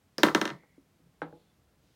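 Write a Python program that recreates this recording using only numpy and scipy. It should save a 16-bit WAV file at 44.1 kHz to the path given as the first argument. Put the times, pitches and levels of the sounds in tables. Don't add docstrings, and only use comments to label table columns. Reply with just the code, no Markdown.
import sys
import numpy as np
from scipy import signal
from scipy.fft import rfft, irfft
from scipy.io import wavfile

SR = 44100
rng = np.random.default_rng(int(sys.argv[2]) if len(sys.argv) > 2 else 0)


def transcribe(signal):
    frames = np.atleast_2d(signal).T
    limited = np.clip(frames, -1, 1)
    pcm = np.round(limited * 32767).astype(np.int16)
    wavfile.write(sys.argv[1], SR, pcm)


N = 85995
T = np.arange(N) / SR
RING_T = T[:SR * 6 // 10]
BAND_EDGES_HZ = 22 * 2 ** (np.arange(30) / 3)
BAND_HZ = np.sqrt(BAND_EDGES_HZ[1:] * BAND_EDGES_HZ[:-1])


def from_db(db):
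    return 10 ** (np.asarray(db) / 20)


def at_hz(table, hz, column=1):
    rows = np.array(table)
    return np.interp(np.log(hz), np.log(rows[:, 0]), rows[:, column])


def place(sound, start):
    return np.pad(sound, (int(start * SR), N))[:N]


def band_noise(low, high, size):
    band = signal.butter(2, [max(low, 10), high], "band", fs=SR, output="sos")
    noise = signal.sosfilt(band, rng.standard_normal(size + SR // 10))[-size:]
    return noise / noise.std()


def soften(sound, hz):
    return signal.sosfilt(signal.butter(2, min(hz, .45 * SR), fs=SR, output="sos"), sound + 1e-18)


def cut_bass(sound, hz):
    return signal.sosfilt(signal.butter(2, hz, "high", fs=SR, output="sos"), sound)


def spread_time(hz):
    return .003 * (300 / hz) ** 0.83


def die_away(t, fade):
    return np.exp(-np.log(1000) * t / fade)


def tone(hz, db, fade, delay=0):
    t = np.maximum(RING_T - delay, 0)
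    return from_db(db) * np.sin(2 * np.pi * hz * t) * die_away(t, fade) * np.minimum(2 * hz * t, 1)


def ring(tones):
    return sum((-1) ** k * tone(hz, db, fade, spread_time(hz)) for k, (hz, db, fade) in enumerate(tones))


def dense_ring(levels_db, fades, rises):
    out = 0
    for low, high, db, fade, rise in zip(BAND_EDGES_HZ, BAND_EDGES_HZ[1:], levels_db, fades, rises):
        swell = 1 - np.exp(-(RING_T / rise) ** 2)
        band = band_noise(low, high, len(RING_T)) * swell * die_away(RING_T, fade)
        energy_share = 2 * (high - low) / SR
        out = out + band * from_db(db) * np.sqrt(energy_share / np.sum(band ** 2))
    return out


def wood_and_room(colour):
    # (pitch [Hz], fade time [s])
    room_fades = [(100, 0.18), (300, 0.36), (1500, 0.15), (4000, 0.23), (15000, .24)]
    wood_fades = 0.023 * (BAND_HZ / 1000) ** -0.5
    spread = spread_time(BAND_HZ)
    wood = dense_ring(at_hz(colour, BAND_HZ), wood_fades, rises=1.3 * spread)
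    room = dense_ring(at_hz(colour, BAND_HZ, column=2), at_hz(room_fades, BAND_HZ), rises=.0022 + spread)
    return wood + room


def at_spot(tones, spot):
    return [(hz, np.interp(spot, [0, 1], [db_0, db_1]), fade) for hz, db_0, db_1, fade in tones]


def strike(hits, tones_at, colour):
    clatter_0, clatter_1, out = wood_and_room(colour), wood_and_room(colour), 0
    bass_filter = signal.butter(1, 700, fs=SR)
    for start, db, treble_hz, bass_db, spot in hits:
        hit = tones_at(spot) + np.sqrt(1 - spot) * clatter_0 + np.sqrt(spot) * clatter_1
        bass_change = (from_db(bass_db) - 1) * signal.lfilter(*bass_filter, hit)
        out = out + place(from_db(db) * soften(hit + bass_change, treble_hz), start)
    return out


def taps(touches, tones):
    return sum(place(from_db(db) * ring(tones), start) for start, db in touches)


def room_air():
    # (pitch [Hz], relative level [dB])
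    colour = [(25, -30.5), (55, -3), (170, -3.5), (300, -10.5), (1000, -20), (4000, -28), (16000, -35)]
    hz = np.maximum(np.arange(N // 2 + 1) * SR / N, 1)
    hush = irfft(rfft(rng.standard_normal(N)) * from_db(at_hz(colour, hz)), N)
    return from_db(-68) * hush / hush.std()


def rim_click():
    # (pitch [Hz], wood level [dB], room level [dB])
    colour = [(101.5, -9.5, -15), (201, 7.5, 9.5), (330, 17, 12.5), (520, 9.5, 6), (744, -8, -4),
              (1450, -2.5, 1), (3450, -9.5, -18), (5100, -6.5, -3.5), (7400, -22.5, -25.5)]
    return place(tone(hz=5080, db=-22, fade=.013) + wood_and_room(colour), start=.1820)


def clack(spot):
    # (pitch [Hz], level at spot 0 [dB], level at spot 1 [dB], fade time [s])
    tones = [(1785, -14.5, -12.5, 0.014), (2080, -22.5, -19, 0.027), (2805, -20, -20.5, 0.031),
             (3215, -9.5, -13, .012), (3625, -11.5, -18.5, .014), (4150, -32.5, -22, 0.027),
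             (5480, -20, -17, .012), (5950, -24.5, -17, .011), (7110, -20.5, -28, .01),
             (8740, -28.5, -34.5, .014), (14800, -15.5, -17, .003)]
    # (delay [s], level [dB])
    echoes = [(.0028, -10), (.0055, -10), (.0083, -7)]
    direct = sum(tone(hz, db, fade) for hz, db, fade in at_spot(tones, spot))
    dull = soften(direct, hz=1900)
    return direct + sum(from_db(db) * np.interp(RING_T - lag, RING_T, dull, left=0) for lag, db in echoes)


def bounces():
    # (time [s], level [dB], treble limit [Hz], bass change [dB], spot [0 lands, 1 settles])
    hits = [(.2329, 0.5, 14200, 0.5, 0), (.2657, -21.5, 12400, 13, 0.025), (.2843, -9.5, 1930, -17.5, 0.69),
            (.3482, -5, 12060, 1.5, 0.87), (.4142, -10.5, 12050, 1, 0.89),
            (.4540, -14.5, 10500, -3.5, 0.75), (.4767, -21, 7900, -2.5, 0.71), (.4915, -27, 4500, -1.5, 1),
            (.5020, -23, 4100, -31, 0.86), (.5105, -30.5, 1900, 4.5, 1)]
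    # (pitch [Hz], level [dB], fade time [s])
    table_tones = [(158, -32, .28), (196, -26, .2), (226, -31, .19), (295.5, -22, .16), (330.5, -23, .17),
                   (425, -29, .11), (573, -29, .12), (947, -28, .15), (1110, -29, .16), (1226, -30, .15),
                   (1344, -28, .15), (1600, -29, .15), (1812, -26.5, .17), (2015, -32, .16)]
    # (pitch [Hz], level [dB], fade time [s])
    board_tones = [(364.1, -15, 0.051), (577.6, -12.5, .055)]
    # (pitch [Hz], wood level [dB], room level [dB])
    colour = [(60, 3, 4.5), (170, 17, 7.5), (340, 18, 15), (537, 19, 21.5), (750, 9, 12),
              (1040, 18.5, 19.5), (1700, 20, 16.5), (2450, 7, 1.5), (3882, 9, 4.5), (9600, -10, -10.5),
              (14100, -7, -9)]
    body = ring(table_tones) + ring(board_tones)
    return strike(hits, lambda spot: clack(spot) + body, colour)


def rolling():
    # (start [s], end [s], rumble level [dB], whirr level [dB])
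    rolls = [(0.484, 0.577, -42, -57), (0.551, 0.675, -62.5, -68), (0.614, 0.814, -78, -76),
             (0.986, 1.142, -68, -99)]
    rumble = band_noise(low=133.5, high=168.5, size=N)
    whirr = band_noise(low=1918, high=2208, size=N)
    ramp_s, out = 0.06, 0
    for start, end, rumble_db, whirr_db in rolls:
        swell = np.clip(np.minimum(T - start, end - T) / ramp_s, 0, 1)
        out = out + swell * (from_db(rumble_db) * rumble + from_db(whirr_db) * whirr)
    return out


def knocks():
    # (time [s], level [dB], treble limit [Hz], bass change [dB], spot along the frame [0 to 1])
    hits = [(.6335, -20.5, 965, -14, 0), (1.2178, 4.5, 11900, -0.5, 0), (1.3250, -17, 750, 7, 0.96)]
    # (pitch [Hz], level at spot 0 [dB], level at spot 1 [dB], fade time [s])
    frame_tones = [(162, -46.5, -41, 0.39), (293, -39.5, -40, 0.18), (335.2, -56, -44.5, 0.3),
                   (486, -50, -36.5, 0.2), (813, -36, -35, 0.066), (846, -50.5, -42.5, 0.23),
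                   (1140, -23, -41, 0.0015), (1558, -28, -27, 0.017)]
    # (pitch [Hz], wood level [dB], room level [dB])
    colour = [(99, -32, -14), (196, -48, -7), (528, 10, 0), (850, -14, -1), (1567, -1.5, -6.5),
              (2303, -27, -21.5), (3845, -45, -28.5), (5960, -51, -57)]
    return strike(hits, lambda spot: ring(at_spot(frame_tones, spot)), colour)


def bumps():
    # (time [s], level [dB])
    touches = [(.7765, -50.5), (.998, -63)]
    # (pitch [Hz], level [dB], fade time [s])
    tones = [(277.5, 3, 0.1), (348, -5.5, 0.11), (466, -11.5, 0.065)]
    return taps(touches, tones)


def ticks():
    # (time [s], level [dB])
    touches = [(1.2187, -70), (1.2263, -52)]
    # (pitch [Hz], level [dB], fade time [s])
    tones = [(3940, -4, 0.045), (5700, 0, 0.0032), (9500, -9, 0.0071)]
    return taps(touches, tones)


def rustles():
    # (middle time [s], length [s], pitch [Hz], level [dB], top of the band over pitch [ratio])
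    brushes = [(1.40, 0.22, 3700, -78.5, 1.2), (1.499, 0.075, 3480, -80.5, 0.99),
               (1.912, 0.22, 3648, -77.5, 1.6)]
    out = 0
    for middle, length, hz, db, width in brushes:
        width = max(width, 1.01)
        swell = np.exp(-(2 * (T - middle) / length) ** 2)
        out = out + from_db(db) * swell * band_noise(hz / width, hz * width, N)
    return out


def scene():
    hits = rim_click() + bounces() + knocks() + bumps() + ticks()
    return (cut_bass(hits, hz=95) + rolling() + rustles() + room_air())[None]


def record(dry):
    cutoff_hz = 16300
    return signal.sosfilt(signal.ellip(10, .2, 80, cutoff_hz, fs=SR, output="sos"), dry)


dry = scene()
out = record(dry)
transcribe(out)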